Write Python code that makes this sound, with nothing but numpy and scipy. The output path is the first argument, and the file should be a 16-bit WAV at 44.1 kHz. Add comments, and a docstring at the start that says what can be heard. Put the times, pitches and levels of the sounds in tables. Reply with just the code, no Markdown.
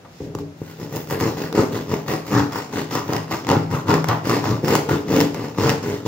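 """In a small kitchen, a serrated knife saws to and fro through a crusty loaf on a wooden board. First an oven
mitt scuffs the crust while the loaf is dragged and rocked into place. Each saw stroke then bites in with a
snap, builds, holds and dies away. Within a stroke the teeth catch and slip: every slip thumps loaf and board,
rasps the crust and sheds a spray of tiny fractures. Now and then a larger flake snaps off or a tooth catches
hard. Reflections of the small room and faint steady air surround it all."""
import sys
import numpy as np
from scipy import signal
from scipy.fft import rfft, irfft, next_fast_len
from scipy.io import wavfile
from scipy.ndimage import uniform_filter1d

SR = 44100
rng = np.random.default_rng(int(sys.argv[2]) if len(sys.argv) > 2 else 0)


def digitize_waveform(pressure):
    """Quantize a signal to 16-bit integers and store it at the path in sys.argv[1].

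    Rows of a 2-D input are taken as channels; values are limited to [-1, 1].
    """
    field = np.atleast_2d(pressure).T
    bounded = np.clip(field, -1, 1)
    quanta = np.round(bounded * 32767).astype(np.int16)
    wavfile.write(sys.argv[1], SR, quanta)


N = 267687  # length in samples


def amp(db):
    """Turns decibels into gain."""
    return 10 ** (np.asarray(db) / 20)


def read(points, hz):
    """Reads a table of points joined by straight lines on a log-frequency axis."""
    f, value = np.transpose(points)
    return np.interp(np.log(hz + 1), np.log(f + 1), value)


def curves(rows, before=None):
    """Joins each column of a table by straight lines in time."""
    s, *columns = np.transpose(rows)
    t = np.arange(N) / SR
    return np.array([np.interp(t, s, column, left=before) for column in columns])


def unit(x):
    """Scales each response to energy 1."""
    return x / np.sqrt(np.sum(x ** 2, -1, keepdims=True) + 1e-20)


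def ring(x, response):
    """Passes x through a response, channel by channel."""
    return signal.oaconvolve(np.atleast_2d(x), np.atleast_2d(response), axes=1)[:, :N]


def add(mix, s, sound):
    """Mixes a sound in at time s, in seconds."""
    part = mix[..., max(round(s * SR), 0):][..., :sound.shape[-1]]
    part += sound[..., :part.shape[-1]]


def colour(points, size=4096):
    """Makes the shortest causal click with a given spectrum (minimum phase)."""
    hz = abs(np.fft.fftfreq(size, 1 / SR))
    log_gain = np.log(amp(read(points, hz)))
    spectrum = np.exp(np.conj(signal.hilbert(log_gain)))
    return unit(np.fft.ifft(spectrum).real[:size // 2])


def steady(x, span_s):
    """Evens out the short-time power of a click train to about 1, so that the hand sets the level."""
    window = signal.windows.hann(2 * int(span_s * SR / 2) + 3)
    power = abs(signal.oaconvolve(x ** 2, window / window.sum(), "same"))
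    return x / np.sqrt(power + 1e-9)


def clicks(per_s, spread_db):
    """Scatters random clicks of uneven size."""
    happens = rng.random(N) < per_s / SR
    size_db = spread_db * np.minimum(rng.exponential(1, N), 4)
    return happens * amp(size_db)


def flake(ring_s, alike, size=400):
    """Gives a flake its own brief shiver: fading noise, partly different on left and right."""
    shared, left, right = rng.standard_normal((3, size))
    alike = np.clip(alike, 0, 1)
    shiver = np.sqrt(alike) * shared + np.sqrt(1 - alike) * np.array([left, right])
    return unit(shiver * np.exp(-np.arange(size) / SR / ring_s))


def resonance(x, hz, q, db):
    """Strengthens or weakens one broad resonance by a level curve."""
    band = signal.lfilter(*signal.iirpeak(hz, q, SR), x)
    return x + (amp(db) - 1) * band


def sheen(x, db, centre_hz=14400):
    """Lets dry crust sparkle at the very top, more so where it is thin and brittle."""
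    return resonance(x, centre_hz, q=2.13, db=db) * amp(-.2 * db)  # more sheen, less of the whole


def two_ears(z, hz, alike_hz):
    """Makes diffuse sound alike on both sides in the bass and unrelated in the treble."""
    same = np.exp(-(hz / alike_hz) ** 2)
    return np.array([z[0], same * z[0] + np.sqrt(1 - same ** 2) * z[1]])


# tone of the still air, only its shape counts: (f/Hz, level/dB per Hz)
AIR_SPECTRUM = [(25, -28), (60, 5), (130, 11), (350, 2.5), (1500, -8.5), (3000, -14.5), (6500, -18.5),
                (8500, -29), (15500, -28)]


def air(level_db=-45):
    """Faint steady noise of the room: random noise shaped to the tone of still air."""
    hz = np.fft.rfftfreq(N, 1 / SR)
    noise = rfft(rng.standard_normal((2, N)))
    z = two_ears(noise, hz, alike_hz=766) * amp(read(AIR_SPECTRUM, hz))
    return amp(level_db) * np.sqrt(N) * unit(irfft(z, N))


# how strongly the oven mitt brushes the crust: (t/s, level/dB)
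MITT_BRUSHING = [(0, -83), (0.12, -56.5), (0.25, -49.5), (0.33, -68), (0.41, -47.5), (0.47, -88)]
# tone of one slip at the teeth, also used for dull scuffs and jolts: (f/Hz, level/dB per Hz)
TEETH_SPECTRUM = [(200, -15), (450, -5.5), (750, 2.5), (1300, -1.5), (1650, -8.5), (2200, -13), (3000, -18),
                  (5000, -28), (12000, -51)]
# tone of one tiny break or brush of the crust: (f/Hz, level/dB per Hz)
CRUST_SPECTRUM = [(600, -49), (1500, 4), (2400, 2.5), (3800, -0.5), (5200, 1.5), (6900, -1), (8200, -11.5),
                  (10500, -15), (13000, -16), (14500, -4), (15700, -9)]


def mitt(scuff_s=0.044, rise_s=0.0092, fade_s=0.011, scuff_db=-40.5):
    """Cloth takes hold with a dull scuff, then its fibres brush the crust in dense tiny clicks."""
    fibres = np.array([steady(clicks(5000, spread_db=1.5), span_s=.04) for _ in range(2)])
    age = np.maximum(np.arange(N) / SR - scuff_s, 0)
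    fade = np.exp(-np.maximum(age - rise_s, 0) / fade_s)
    grab = amp(scuff_db) * np.minimum(age / rise_s, 1) * fade
    brushing = ring(fibres * amp(curves(MITT_BRUSHING)), colour(CRUST_SPECTRUM))
    return brushing + ring(fibres[0] * grab, colour(TEETH_SPECTRUM))


# tone of one push through the loaf: (f/Hz, level/dB per Hz)
LOAF_SPECTRUM = [(25, -24), (50, -22.5), (75, -12), (100, 3), (190, -2), (300, -2), (430, -6), (560, -12),
                 (800, -21.5), (1500, -42), (4000, -88)]
# low ringing notes set off by each push: (f/Hz, relative level/dB, time to fall by 60 dB/s)
LOW_MODES = [(100, 7.5, 0.32), (138.7, -4, 0.83), (161.3, 7.5, 1), (235.8, 1.5, 0.5), (287.4, 7, 0.36),
             (399.6, 2.5, 0.22), (619, -8, 0.6)]


def board(ring_db):
    """A dull push through the loaf, together with the fading low notes it sets off."""
    t = np.arange(SR // 2) / SR
    modes = sum(amp(db - 60 * t / t60) * np.sin(2 * np.pi * hz * t) for hz, db, t60 in LOW_MODES)
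    response = amp(ring_db) * unit(modes)  # ring_db: ringing against the push
    add(response, 0, colour(LOAF_SPECTRUM))
    return unit(response)


# how strongly the loaf is dragged over the board: (t/s, level/dB)
DRAG_LEVEL = [(0.203, -27), (0.33, -35.5), (0.4, -26), (0.47, -40.5), (0.58, -61)]
# the loaf bumps on the board: (t/s, peak level before the room/dB)
LOAF_BUMPS = [(0.206, -23), (0.352, -14), (0.617, -14.5), (0.967, -16.5), (1.233, -11.5), (1.592, -0.5),
              (1.937, -5), (2.326, -10), (3.095, -11), (3.568, -3), (4.515, -10), (4.639, -7.5),
              (5.211, -18), (5.586, -8)]
# a hard edge of crust taps the board: (t/s, level before the room/dB)
EDGE_TAPS = [(0.3505, -19), (0.387, -22.5)]


def knocks(tap_hz=(846, 1100), tap_t60_s=0.015):
    """The loaf judders over the board and rocks against it; a hard edge of crust taps the wood."""
    judder = steady(clicks(400, spread_db=1.5) * rng.choice([-1, 1], N), span_s=0.099)
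    out = ring(judder * amp(curves(DRAG_LEVEL, before=-120)), board(ring_db=2.5))[0]
    bump = board(ring_db=-5.5)
    for s, db in LOAF_BUMPS:
        add(out, s, amp(db) * bump / abs(bump).max())
    t = np.arange(SR // 10) / SR
    tap = np.mean([np.sin(2 * np.pi * hz * t) for hz in tap_hz], 0) * amp(-60 * t / tap_t60_s)
    for s, db in EDGE_TAPS:
        add(out, s, amp(db) * tap)
    return out


# the saw strokes: (start t/s, build/s, hold/s, thump of the loaf level/dB, rasp of the teeth level/dB,
#   crackle of the crust level/dB, boom of the table boost/dB, bite of the teeth boost/dB, sheen boost/dB)
SAW_STROKES = [(0.799, 0.024, 0.024, -29, -45, -53, 1, -9, 7),
               (0.926, 0.03, 0.014, -24.5, -37, -45, -4, -6, 12.5),
               (1.103, .011, 0.029, -22.5, -28, -41, 1, -11, 16.5),
               (1.202, 0.0046, 0.071, -18, -28.5, -34.5, -0.5, 3, 4),
               (1.372, 0.039, 0.041, -25.5, -33, -40.5, -10, -10, 5.5),
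               (1.553, 0.021, 0.047, -15, -23.5, -34, -11, 4.5, 1),
               (1.724, 0.028, 0.031, -22.5, -31, -39.5, -1, -2, 4),
               (1.895, 0.035, 0.0063, -21, -28.5, -40, 5, -1, 4),
               (2.083, 0.0077, 0.051, -22, -27.5, -34.5, -2.5, -7, 4),
               (2.267, 0.013, .02, -45, -43, -41, -3, -3, 7),
               (2.314, 0.021, 0.063, -17, -23, -34, 13, 11.5, -1),
               (2.526, 0.029, 0.04, -28.5, -28, -36.5, -4, 3, 4),
               (2.728, 0.051, 0.021, -23, -27, -36, -1.5, -6.5, 0),
               (2.913, 0.042, .015, -23.5, -24.5, -33.5, 1, 6.5, 4),
               (3.081, 0.051, 0.038, -22.5, -26.5, -39, 1, 3.5, 2),
               (3.311, 0.014, 0.017, -24, -25, -33, 3, -1, 2.5),
               (3.483, 0.025, 0.04, -14.5, -20.5, -36.5, -1, 2, -2),
               (3.713, 0.027, 0.016, -22, -25.5, -39.5, 9, 6.5, 5),
               (3.884, .005, 0.058, -14.5, -19.5, -34.5, -2, 7.5, -1),
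               (4.084, 0.005, 0.029, -21.5, -18.5, -40.5, 8, 3, 2.5),
               (4.255, 0.052, .055, -17.5, -23.5, -30.5, -2.5, 2, 1),
               (4.442, 0.0077, 0.029, -24.5, -28, -37.5, 9, -16, 1),
               (4.49, 0.02, 0.019, -18, -33, -40.5, 9, 8, 1),
               (4.646, 0.064, 0.054, -15.5, -22, -29.5, -9, -4, 5),
               (4.89, 0.022, 0.028, -16.5, -23, -35.5, 2, -2, 2),
               (5.085, 0.079, 0.055, -14, -25, -32, -6.5, -1, 4),
               (5.346, 0.022, 0.094, -25.5, -35, -44.5, -1, -7, 2),
               (5.584, 0.062, 0.066, -16.5, -24, -31, 2.5, 2.5, -0.5),
               (5.83, 0.012, 0.097, -23, -33, -41.5, 0, -12, 3),
               (6.062, 0.0073, 0.016, -16.5, -32, -39, -1, 9, 1)]


def rubbing(lead_s=.04, width_s=.028, turn_db=-9):
    """The blade rubs lightly between strokes, more softly where it turns round just before each one."""
    t = np.arange(0, N / SR, .004)  # a coarse time grid is enough
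    distance_s = t[:, None] + lead_s - np.transpose(SAW_STROKES)[0]
    turning = np.exp(-(distance_s / width_s) ** 2).max(1)
    return np.interp(np.arange(N) / SR, t, amp(turn_db * turning))


def effort(peaks_db, take_up_db_per_s, entry_db, climb_db_per_s, swell_db, linger_s, fall_db_per_s, rest_db):
    """Each stroke takes up the strain, bites in, builds, swells and dies away over a light rubbing."""
    t = np.arange(N) / SR
    power = (amp(rest_db) * rubbing()) ** 2
    for (start, build, hold, *_), peak_db in zip(SAW_STROKES, peaks_db):
        near = slice(max(int((start - .1) * SR), 0), int((start + .6) * SR))
        age, build, hold = t[near] - start, max(build, 1e-3), max(hold, 1e-3)
        length = build + hold + linger_s
        take_up_db = take_up_db_per_s * np.minimum(age, 0)  # strain grows before the start
        build_db = (entry_db - climb_db_per_s * build) * np.clip(1 - age / build, 0, 1)
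        arch_db = swell_db * np.sin(np.pi * np.clip(age / length, 0, 1))
        release_db = -fall_db_per_s * np.maximum(age - length, 0)
        power[near] += amp(peak_db + take_up_db + build_db + arch_db + release_db) ** 2
    return np.sqrt(power)


def hand(touch_s=.54, settle_s=.2):
    """How hard the strokes drive loaf, teeth and crust, and how the tone shifts from cut to cut."""
    t = np.arange(N) / SR
    start, build, hold, thump_db, rasp_db, crackle_db, *tone_db = np.transpose(SAW_STROKES)
    contact = np.clip((t - touch_s) / settle_s, 0, 1)  # the blade settles on the crust
    thump = contact * effort(thump_db, take_up_db_per_s=388, entry_db=-3.5, climb_db_per_s=17,
                             swell_db=2.0, linger_s=0.0037, fall_db_per_s=194, rest_db=-39.5)
    rasp = contact * effort(rasp_db, take_up_db_per_s=800, entry_db=-4.5, climb_db_per_s=55,
                            swell_db=1.47, linger_s=.006, fall_db_per_s=270, rest_db=-42)
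    crackle = contact * effort(crackle_db, take_up_db_per_s=891, entry_db=1.0, climb_db_per_s=111,
                               swell_db=1.36, linger_s=0.0013, fall_db_per_s=203, rest_db=-47.0)
    boom_db, bite_db, sheen_db = curves(np.transpose([start + build + hold / 2, *tone_db]))
    return thump, rasp, crackle, boom_db, bite_db, sheen_db


def stroke_snaps(count=5, catch_db=22, dull_db=9, gentle_db_per_s=-117,
                 chip_db=18, spread_db=11, crumb_db=-25, crumb_fall_s=.15):
    """A stroke opens with a snap, chips the crust and drops crumbs: rows (t/s, level/dB, dull part/dB)."""
    rows = []
    chances = rng.random((len(SAW_STROKES), count, 4))
    for (start, build, hold, _, _, crackle_db, *_), chance in zip(SAW_STROKES, chances):
        # a stroke that builds slowly opens with a softer snap
        rows.append((start, crackle_db + catch_db + gentle_db_per_s * build, dull_db))
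        for when, size, fall, crumb in chance:
            chip_s = start + when * (build + hold)
            crumb_s = start + build + hold + fall * crumb_fall_s
            rows.append((chip_s, crackle_db + chip_db - spread_db * size, dull_db))
            rows.append((crumb_s, crumb_db - spread_db * crumb, dull_db))
    return rows


# large flakes of crust snap off, or the teeth catch hard; the first two rows are the sharp ticks of a hard
# crust edge tapping the board: (t/s, level/dB, dull part against the sharp part level/dB)
SNAPS_AND_CATCHES = [(0.3505, -13.5, -15), (0.388, -20, -14), (0.961, -11.5, -14), (0.968, -13, -5),
                     (1.109, -15, 11), (1.209, -7.5, 1), (1.527, -9.5, 2), (1.94, -10.5, 10), (2.396, -8, 10),
                     (2.522, -16, 0), (2.91, -15, 5), (2.953, -4.5, 6), (3.134, -2.5, -3), (3.165, -2, -7),
                     (3.448, -18, 8), (3.469, -9, 5), (3.49, -2, 8), (3.501, -4.5, 10), (3.515, -4.5, 13.5),
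                     (3.567, -22, 18), (3.895, -8, 3), (3.905, -5, 6), (3.914, -10, 11), (3.941, -1.5, -2),
                     (4.043, -6.5, 10), (4.087, -0.5, -18), (4.296, -1.5, 5), (4.441, -15.5, 14),
                     (4.457, -14, 11), (4.682, -5.5, 4), (4.736, -9, 10), (4.753, 6.5, 4), (4.894, -16, 18),
                     (5.12, -12, -5), (5.164, 0, -24), (5.204, 6, -14), (5.211, 2.5, 1.5), (5.345, -11.5, 2.5),
                     (5.694, 5, -2), (5.701, 0.5, -7)]


def snaps():
    """A flake breaks, a tooth catches hard or a crust edge taps the board: a sharp tick and a duller jolt of
    the crust around it."""
    ticks, jolts = np.zeros((2, 2, N))
    tick, jolt = colour(CRUST_SPECTRUM), colour(TEETH_SPECTRUM)
    for s, db, dull_db in list(SNAPS_AND_CATCHES) + stroke_snaps():
        add(ticks, s, amp(db) * unit(ring(flake(ring_s=.0011, alike=.35), tick)))
        add(jolts, s, amp(db + dull_db) * unit(ring(flake(ring_s=.0009, alike=.85), jolt)))
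    sheen_db = hand()[-1]
    return sheen(ticks, sheen_db) + jolts


def scatter(train, ring_s, alike, count=31):
    """Gives each click to one of the few flakes under the teeth, which change as the blade moves on."""
    which = (np.arange(N) // 1500 + rng.integers(0, 4, N)) % count
    return sum(ring(train * (which == k), flake(ring_s, alike)) for k in range(count))


def sweep(x, pitch, width_hz, db, wander_depth=.06):
    """Strengthens or weakens a resonance that follows a pitch curve and wanders about it."""
    wander = uniform_filter1d(rng.standard_normal(N), size=2500) * np.sqrt(2500)
    hz = curves(pitch)[0] * np.exp(wander_depth * wander)
    # shift the moving pitch down to zero, keep a narrow band there, shift it back
    turn = np.exp(2j * np.pi * np.cumsum(hz) / SR)
    r = np.exp(-np.pi * width_hz / SR)
    band = 2 * (turn * signal.lfilter([1 - r], [1, -r], x / turn)).real
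    return (x + (amp(db) - 1) * band) * amp(-.35 * db)


# the hollow resonance of the loaf, which shifts as it is gripped and cut: (t/s, f/Hz)
HOLLOW_PITCH = [(1.9, 382), (2.35, 290), (4.45, 285), (4.9, 420), (5.15, 298.3), (5.65, 406)]
# the resonance of the crust under the teeth: (t/s, f/Hz)
CRUST_BITE_PITCH = [(1.6, 1190), (2.36, 1621), (2.57, 1180), (2.95, 1380), (3.13, 899), (3.52, 1102),
                    (4.1, 1053), (4.3, 1281)]


def sawing(teeth_per_s=94, unevenness=.36, catch_s=0.0076, spray_s=0.021, boom_hz=108):
    """Tooth after tooth catches and slips: a push, a short burst of rasp and a spray of fractures."""
    thump, rasp, crackle, boom_db, bite_db, sheen_db = hand()
    speed = np.clip(rasp / amp(-28), .1, 2) ** .2  # a strong stroke is faster; 1 at a rasp of -28 dB
    yielding = np.repeat(rng.standard_normal(N // 128 + 1), 128)[:N]
    grip = np.exp(unevenness * yielding)  # crust yields unevenly
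    teeth_passed = np.floor(np.cumsum(teeth_per_s * speed * grip) / SR)
    slip_size = amp(3.8 * np.clip(rng.standard_normal(N), -2, 2))
    slips = np.diff(teeth_passed, prepend=0) * slip_size
    # each slip leaves a brief fading trail of rasp and a longer one of fractures
    catch, spray = (signal.lfilter([1], [1, -np.exp(-1 / (s * SR))], slips) for s in (catch_s, spray_s))

    spring_back = uniform_filter1d(slips, size=300)  # of the loaf around each push
    grains = 0.21 * clicks(500, spread_db=3.5) * rng.choice([-1, 1], N)
    pushes = steady(slips - spring_back + grains, span_s=0.13)
    scrapes = slips + .4 * clicks(2400, spread_db=2.2) * (catch + .1)
    fractures = clicks(4200, spread_db=3.2) * (spray + .2)

    loaf = steady(ring(pushes, colour(LOAF_SPECTRUM))[0], span_s=0.046) * thump
    wood = ring(pushes * thump, board(ring_db=42))
    scrapes = steady(scrapes * rng.choice([-1, 1], N), span_s=0.033) * rasp
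    blade = ring(scatter(scrapes, ring_s=0.0018, alike=0.63), colour(TEETH_SPECTRUM))
    fractures = steady(fractures, span_s=0.055) * crackle
    crumbs = ring(scatter(fractures, ring_s=0.00043, alike=0.5), colour(CRUST_SPECTRUM))

    # a resonance that grows takes energy from the rest of its layer
    body = resonance(amp(-3.5) * loaf + amp(-12.5) * wood, boom_hz, q=1.54, db=boom_db)
    hollow = sweep(body * amp(-.2 * boom_db), HOLLOW_PITCH, width_hz=111, db=2.5)
    bite = sweep(amp(-2.5) * blade, CRUST_BITE_PITCH, width_hz=470, db=bite_db)
    return hollow + bite + sheen(crumbs, sheen_db)


# how long the kitchen rings: (f/Hz, time to fall by 60 dB/s)
KITCHEN_DECAY = [(100, 0.36), (250, 0.3), (600, 0.56), (1500, 0.42), (4000, 0.47), (16000, 0.25)]


def kitchen(x, tail_db=-8.0, early_db=-9, early_s=0.0048, bass_db=-6):
    """Adds quick reflections from the table top and the tail of a small tiled room, from fading noise."""
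    t = np.arange(SR // 2) / SR
    hz, when, z = signal.stft(rng.standard_normal((2, len(t))), SR, nperseg=256)
    tone_db = read([(150, bass_db), (500, 0.26), (1500, -1.05)], hz)
    z = two_ears(z, hz[:, None], alike_hz=580) * amp(tone_db)[:, None]
    decay = amp(-60 * when / read(KITCHEN_DECAY, hz)[:, None])
    tail = signal.istft(z * decay, SR, nperseg=256)[1][:, :len(t)]
    tail = unit(tail * np.clip(t / 0.0082, 0, 1) ** 2)  # the tail fades in
    early = signal.istft(z, SR, nperseg=256)[1][:, :len(t)][:, ::-1]  # reversed, to differ from the tail
    early = unit(early * np.exp(-t / early_s) * (t > .001))
    return x + ring(x, amp(tail_db) * tail + amp(early_db) * early)


def scene():
    """Sawing, snaps, knocks and the mitt in the kitchen, over its still air."""
    return kitchen(sawing() + snaps() + knocks() + mitt()) + air()


# how the left side differs in level from the right: (f/Hz, left minus right level/dB)
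LEFT_RIGHT_LEAN = [(100, 1), (400, 1), (1000, 2), (2200, 2), (3800, 1), (5300, -9.5), (6600, 9),
                   (7800, -4.5), (10000, -3), (15000, -5)]


def record(dry, lead_s=.00006, low_cut_hz=56, ceiling=0.67, edge_hz=15900):
    """Two microphone ports of different colour, the left a little nearer; low cut, soft overload, band limit."""
    hz = np.fft.rfftfreq(next_fast_len(N + SR // 2), 1 / SR)
    # each side takes half of the level difference and half of the lead
    port = amp(read(LEFT_RIGHT_LEAN, hz) / 2) * np.exp(1j * np.pi * hz * lead_s)
    heard = irfft(rfft(dry, 2 * (len(hz) - 1)) * np.array([port, 1 / port]))[:, :N]
    heard = signal.sosfilt(signal.butter(3, low_cut_hz, "highpass", fs=SR, output="sos"), heard)
    heard = heard / (1 + (heard / ceiling) ** 6) ** (1 / 6)  # soft overload
    band_limit = signal.firwin(401, edge_hz, window=("kaiser", 8), fs=SR)
    return signal.oaconvolve(heard, band_limit[None], "same")


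dry = scene()
out = record(dry)
digitize_waveform(out)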